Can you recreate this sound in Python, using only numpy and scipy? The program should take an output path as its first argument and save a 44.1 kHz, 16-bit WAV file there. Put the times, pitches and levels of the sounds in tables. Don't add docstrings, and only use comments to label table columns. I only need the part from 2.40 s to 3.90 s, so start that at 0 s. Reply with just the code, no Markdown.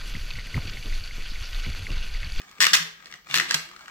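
import sys
import numpy as np
from scipy import signal
from scipy.fft import rfft, irfft, next_fast_len
from scipy.io import wavfile
from scipy.ndimage import uniform_filter1d, map_coordinates

SR = 44100
rng = np.random.default_rng(int(sys.argv[2]) if len(sys.argv) > 2 else 0)


def how_loud(loudness_db):
    steps = np.asarray(loudness_db, float) / 20
    return 10 ** steps


def dump(signal):
    limited = np.clip(np.atleast_2d(signal).T, -1, 1)
    pcm = np.round(limited * 32767).astype(np.int16)
    wavfile.write(sys.argv[1], SR, pcm)


N = 66150

# pitch_hz, level_db
ROOM_TONE_COLOUR = [(15, -39), (30, 13), (80, 3.5), (796, -36), (1940, -29), (2910, -24.5), (4610, -6),
                    (10100, -30.5), (15000, -9)]
# time_s, level_db
WHIR_LEVEL = [(0, -54.5), (.18, -55.5), (.55, -61.5), (.66, -51.5), (0.761, -53.5), (.83, -72),
              (0.92, -40.5), (1.25, -57.5), (1.5, -51)]
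# pitch_hz, level_db
BEARING_COLOUR = [(180, -52), (300, -20), (624, -2), (900, -4.5), (1900, -4.5), (2840, -10.5),
                  (7820, -12.5), (9090, -25), (16000, -31)]
# pitch_hz, level_db, t60_s
DISC_MODES = [(810, -0.5, 0.11), (1239, 3, 0.026), (1628, 1, 0.04), (1830, -6, .08), (2270, 2, 0.024),
              (3260, -8.5, 0.0037)]
# start_s, peak_db, brightness_db, contact_hz
DISC_TICKS = [(.0044, -36.5, -9, 1950), (.0163, -33, 4, 1870), (.044, -48, -7, 1900), (.0945, -41, 2, 1980),
              (.1132, -35.5, 8, 2670), (.183, -35.5, -9, 2000), (.6247, -42, -27, 1980),
              (.6344, -50, -10, 5500), (.6443, -41, -2, 2280), (.6575, -29.5, -19, 1880),
              (.6688, -32.5, -7, 1970), (.7037, -56, 0, 5500), (.7133, -32.5, -1, 5940),
              (.7244, -28.5, -16, 2100), (.7387, -28.5, -7, 1970), (.8457, -45, -13, 1910),
              (.860, -45, -7, 3500), (.8696, -35.5, -13, 1200), (.9107, -19, -13, 3560),
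              (1.2530, -45, -17, 1270), (1.2890, -35, -1, 1520), (1.3135, -32, -5, 1180),
              (1.324, -44, -9, 1200), (1.336, -44, -9, 1100), (1.3630, -32, -6, 1230),
              (1.3919, -39, -3, 1500), (1.4085, -34, -5, 1300), (1.458, -36, -6, 1650),
              (1.4806, -31.5, -8, 1450)]
# start_s, peak_db, brightness_db, contact_hz
TOOTH_CLICKS = [(.2043, -2, -1, 1750), (.2075, -10, -2, 2900), (.2115, -6, 1, 4000), (.2152, -4, 0, 1800),
                (.2196, -4, -1, 3000), (.2242, -2, 1, 1950), (.2297, -4, 1, 5700), (.2352, -4, -2, 1850),
                (.2417, -5, -3, 1850), (.2514, -6, 1, 4800), (.2530, -6, -5, 2000), (.2664, -4, 1, 1800),
                (.2686, -7, -6, 1200), (.9416, -7, -1, 3300), (.9430, -10, -5, 1700), (.9470, -15, 3, 5600),
                (.9524, -9, -1, 5600), (.9584, -7, 0, 5700), (.9655, -8, 2, 2200), (.9739, -6, -6, 1850),
                (.9833, -8, -10, 1800), (.9988, -5, -7, 1800), (1.0008, -11, -13, 1800),
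                (1.0098, -16, -9, 2000)]
# start_s, peak_db, brightness_db, contact_hz
RETURN_JOLTS = [(.3327, -5, 1, 3100), (.3346, -7, 1, 5500), (.3363, -3, 1, 3400), (.3385, -8, 2, 1700),
                (.3400, -7, 2, 5300), (.3422, -7, 0, 1650), (.3443, -9, 0, 2600), (.3468, -5, 2, 3700),
                (.3492, -9, 0, 1700), (.3508, -7, 3, 3900), (.3558, -14, 0, 2100), (.3660, -16, -2, 3200),
                (.3690, -15, -2, 3000), (1.0853, -25, -9, 1900), (1.0908, -25, -9, 1800),
                (1.0945, -23, -9, 2000), (1.1035, -23, -9, 2100), (1.1092, -8, -5, 1650),
                (1.1125, -21, -12, 1300), (1.1197, -18, -15, 1900), (1.128, -23, -12, 1300),
                (1.1418, -9, -3, 2000), (1.1434, -10, 0, 3200), (1.1452, -10, 0, 3000),
                (1.1470, -14, 0, 2500), (1.1495, -15, -9, 1400)]
# pitch_hz, level_db, t60_s
SHELL_MODES = [(736, -16, 0.018), (956, -17.5, 0.033), (1195, -5.5, 0.028), (1670, -9, 0.014),
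               (1827, -0.5, 0.013), (1905, -3.5, 0.041), (2541, -6.5, 0.064), (2857, -1.5, 0.028),
               (3480, 5, 0.0095), (4240, -3, 0.027), (5750, -8, 0.024), (6716, -5.5, 0.023),
               (7750, 0, 0.0029)]
# pitch_hz, level_db (per Hz)
PLASTIC_COLOUR = [(180, -30), (300, -29.5), (915, -24), (1190, -13.5), (1840, -9.5), (2210, -9.5),
                  (5610, -9.5), (8790, -21), (16000, -27.5)]
# start_s, rise_s, hold_s, level_db, brightness_db
RACK_SCRAPES = [
    (0.196, 0.005, 0.004, -40, -9),
    (0.2040, 0.001, 0.022, -26, 2),
    (.3322, 0.001, 0.019, -23, 4),
    (0.352, 0.002, 0.02, -27, 1),
    (0.87, 0.04, 0.03, -34, -8),
    (1.07, 0.022, 0.045, -30, -15),
    (1.141, 0.0018, 0.0051, -24, 0),
    (0.255, 0.0093, 0.057, -33, -6),
]
# start_s, level_db, rise_s, pitch_hz
LOW_THUMPS = [(0.198, -52, 0.014, 72), (.21, -36, 0.03, 172), (.335, -48, 0.012, 130),
              (0.365, -50, 0.012, 54), (.39, -33, 0.018, 166), (.44, -48, .02, 430), (.89, -38, .02, 147),
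              (.94, -51, 0.0092, 66), (0.945, -34, 0.012, 160), (.95, -43, .01, 465),
              (0.955, -38, 0.012, 327), (1.0, -41, .02, 355), (.985, -44, .01, 250),
              (1.09, -46, 0.0084, 500), (1.1, -45, .012, 250), (1.13, -46, 0.016, 430),
              (1.14, -49, .01, 70), (1.144, -36, 0.004, 161), (1.26, -50, .02, 355)]
# pitch_hz, level_db (per Hz)
TABLE_COLOUR = [(60, -16.5), (110, -30), (150, -2.5), (180, -2), (240, -9.5), (340, -10), (500, -10),
                (900, -41)]
# pitch_hz, t60_s
ROOM_DECAY = [(200, 0.89), (1000, 0.41), (3000, 0.44), (8000, 0.32), (14000, 0.33)]
# pitch_hz, left_over_right_db
STEREO_LEAN = [(300, -3.5), (1000, 2), (2100, 5), (3000, -2.5), (6500, -1.5), (8300, 9), (9700, -1),
               (15500, 11)]
# pitch_hz, left_lead_rad
STEREO_LEAD = [(250, 0), (800, 1.4), (3500, 1.6), (5000, 2.8)]
# pitch_hz, likeness_0_to_1
STEREO_LIKENESS = [(3000, .95), (4500, .6), (7000, .2), (15000, .1)]


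def unit(x):
    return x / np.sqrt(np.mean(x ** 2) + 1e-20)


def along(points, hz):
    f, value = np.transpose(points)
    return np.interp(np.log(hz + 1), np.log(f + 1), value)


def filtered(x, response):
    size = next_fast_len(x.shape[-1] + 8192)
    spectrum = rfft(x, size) * response(np.fft.rfftfreq(size, 1 / SR))
    return irfft(spectrum, size)[..., :x.shape[-1]]


def causal(points):
    gain = how_loud(along(points, np.fft.rfftfreq(2048, 1 / SR)))
    cepstrum = irfft(np.log(gain + 1e-6))
    cepstrum[1:1024] *= 2
    cepstrum[1025:] = 0
    h = irfft(np.exp(rfft(cepstrum)))[:1024]
    return h / np.linalg.norm(h)


def tilt(x, bright_db):
    treble = signal.lfilter(*signal.butter(1, 2400, "high", fs=SR), x)
    x = x + (how_loud(np.clip(bright_db, -15, 7)) - 1) * treble
    return signal.lfilter(*signal.butter(3, 750, "high", fs=SR), x)


def room_tone():
    mid, side = filtered(rng.standard_normal((2, N)), lambda hz: how_loud(along(ROOM_TONE_COLOUR, hz)))
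    side = filtered(side, lambda hz: 0.45 + 0.55 * hz ** 2 / (hz ** 2 + 450 ** 2))
    return how_loud(-64) * np.array([mid + side, mid - side]) / np.std(mid)


def grit(colour, body, ring_db):
    grains_per_s, scatter_db, cap_db, grain_t60_s = 1500, 3, 8, .003
    size = how_loud(np.minimum(scatter_db * rng.exponential(1, N), cap_db))
    size = size * (rng.random(N) < grains_per_s / SR)
    t = np.arange(200) / SR
    grains = np.convolve(size, how_loud(-60 * t / grain_t60_s))[:N] * rng.standard_normal(N)
    grains = unit(grains) + .4 * rng.standard_normal(N)

    def response(f):
        modes = 0
        for hz, db, t60 in body:
            width = 2.2 / t60
            modes = modes + how_loud(db) * 1j * f * width / (hz * hz - f * f + 1j * f * width)
        return 1 + how_loud(ring_db) * modes

    return unit(filtered(np.convolve(grains, causal(colour))[:N], response))


def whir():
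    s, db = np.transpose(WHIR_LEVEL)
    t = np.arange(N) / SR
    flutter_db = 2 * map_coordinates(rng.standard_normal(200), [t * 70])
    return how_loud(np.interp(t, s, db) + flutter_db) * tilt(grit(BEARING_COLOUR, DISC_MODES, ring_db=6), 0)


def clicks(rows):
    crack_db, crack_t60_s, contact_s = 11.5, .009, .0003
    mode_scatter_db, detune = 2.5, .012
    favour_db, favour_cycles = 0, 17
    out = np.zeros(N + SR)
    t = np.arange(SR // 20) / SR
    colour = causal(PLASTIC_COLOUR)
    hz, db, t60 = np.transpose(SHELL_MODES)[:, :, None]
    t60 = .85 * np.clip(t60, .008, .035)
    onset = (1 - np.exp(-t / contact_s)) ** 2
    for s, peak_db, bright_db, own_hz in rows:
        level_g, pitch_g = rng.standard_normal((2,) + hz.shape)
        phase = rng.random(hz.shape)
        mode_level = how_loud(db + mode_scatter_db * level_g - 60 * t / t60)
        ring = (mode_level * np.sin(2 * np.pi * (hz * (1 + detune * pitch_g) * t + phase))).sum(0)
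        noise = rng.standard_normal(len(t)) * how_loud(crack_db - 60 * t / crack_t60_s)
        crack = np.convolve(noise, colour)[:len(t)]
        hit = tilt((ring + crack) * onset, bright_db)
        own = how_loud(favour_db - 60 * t * own_hz / favour_cycles) * np.sin(2 * np.pi * own_hz * t) * onset
        hit = hit / np.abs(hit).max() + own
        out[round(s * SR):][:len(t)] += how_loud(peak_db) * hit / np.abs(hit).max()
    return out[:N]


def scrapes():
    fall_t60_s = 0.02
    t = np.arange(N) / SR
    rub = grit(PLASTIC_COLOUR, SHELL_MODES, ring_db=-6)
    out = np.zeros(N)
    for s, rise, hold, db, bright_db in RACK_SCRAPES:
        swell = np.clip((t - s) / rise, 0, 1) ** 2
        fall = how_loud(-60 * np.maximum(t - s - rise - hold, 0) / fall_t60_s)
        out += how_loud(db) * swell * fall * tilt(rub, bright_db)
    return out


def toy():
    contacts = clicks(TOOTH_CLICKS) + clicks(RETURN_JOLTS) + clicks(DISC_TICKS)
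    return contacts + scrapes() + whir()


def table_hum(shell):
    effort = np.abs(uniform_filter1d(shell ** 2, 1500)) + 1e-7
    rumble = unit(filtered(rng.standard_normal(N), lambda hz: how_loud(along(TABLE_COLOUR, hz))))
    return how_loud(-64) * (effort / 1e-5) ** 0.25 * rumble


def table_thumps():
    t60_s, waver_rad = 0.27, .9
    t = np.arange(N) / SR
    out = np.zeros(N)
    for s, db, rise, hz in LOW_THUMPS:
        late = np.maximum(t - s, 0)
        waver = waver_rad * map_coordinates(rng.standard_normal(300), [t * hz / 5])
        swell = 1 - np.exp(-(late / rise) ** 2)
        out += how_loud(db - 60 * late / t60_s) * swell * np.sin(2 * np.pi * hz * late + waver)
    return out


def room(x):
    near_db, near_t60_s = -7, .012
    room_db, room_gap_s = -5.5, .004
    out, step = np.zeros((2, N + 2 * SR)), SR // 20
    for a in range(0, N, step):
        hz, t, z = signal.stft(rng.standard_normal((2, SR * 3 // 4)), SR, nperseg=256)
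        decay = how_loud(-60 * t / along(ROOM_DECAY, hz)[:, None])
        far = signal.istft(z * decay, SR, nperseg=256)[1]
        u = np.arange(far.shape[1]) / SR
        near = rng.standard_normal(far.shape) * how_loud(-60 * u / near_t60_s)
        tail = how_loud(room_db) * far * (u > room_gap_s) / np.linalg.norm(far[0])
        tail = tail + how_loud(near_db) * near / np.linalg.norm(near[0])
        wet = signal.fftconvolve(x[None, a:a + step], tail, axes=1)
        out[:, a:a + wet.shape[1]] += wet
    return out[:, :N]


def scene():
    shared, other = toy(), toy()
    side = np.array([[1], [-1]])

    def turn(hz):
        return np.arccos(along(STEREO_LIKENESS, hz)) / 2

    def microphones(hz):
        level = how_loud(side * along(STEREO_LEAN, hz) / 2)
        return level * np.exp(.5j * side * along(STEREO_LEAD, hz))

    direct = filtered(shared, lambda hz: np.cos(turn(hz)))
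    direct = direct + side * filtered(other, lambda hz: np.sin(turn(hz)))
    heard = filtered(direct + room(shared), microphones)
    return heard + table_thumps() + table_hum(shared) + room_tone()


def top_cut(x):
    return signal.sosfilt(signal.butter(12, 16850, fs=SR, output="sos"), x)


def record(dry):
    x = filtered(dry, lambda hz: 1 / (1 + (hz / 15900) ** 70))
    x = x / (1 + np.abs(x / .95) ** 12) ** (1 / 12)
    x = filtered(x, lambda hz: hz ** 2 / (hz ** 2 + 20 ** 2))
    return top_cut(x)


dry = scene()
out = record(dry)
dump(out)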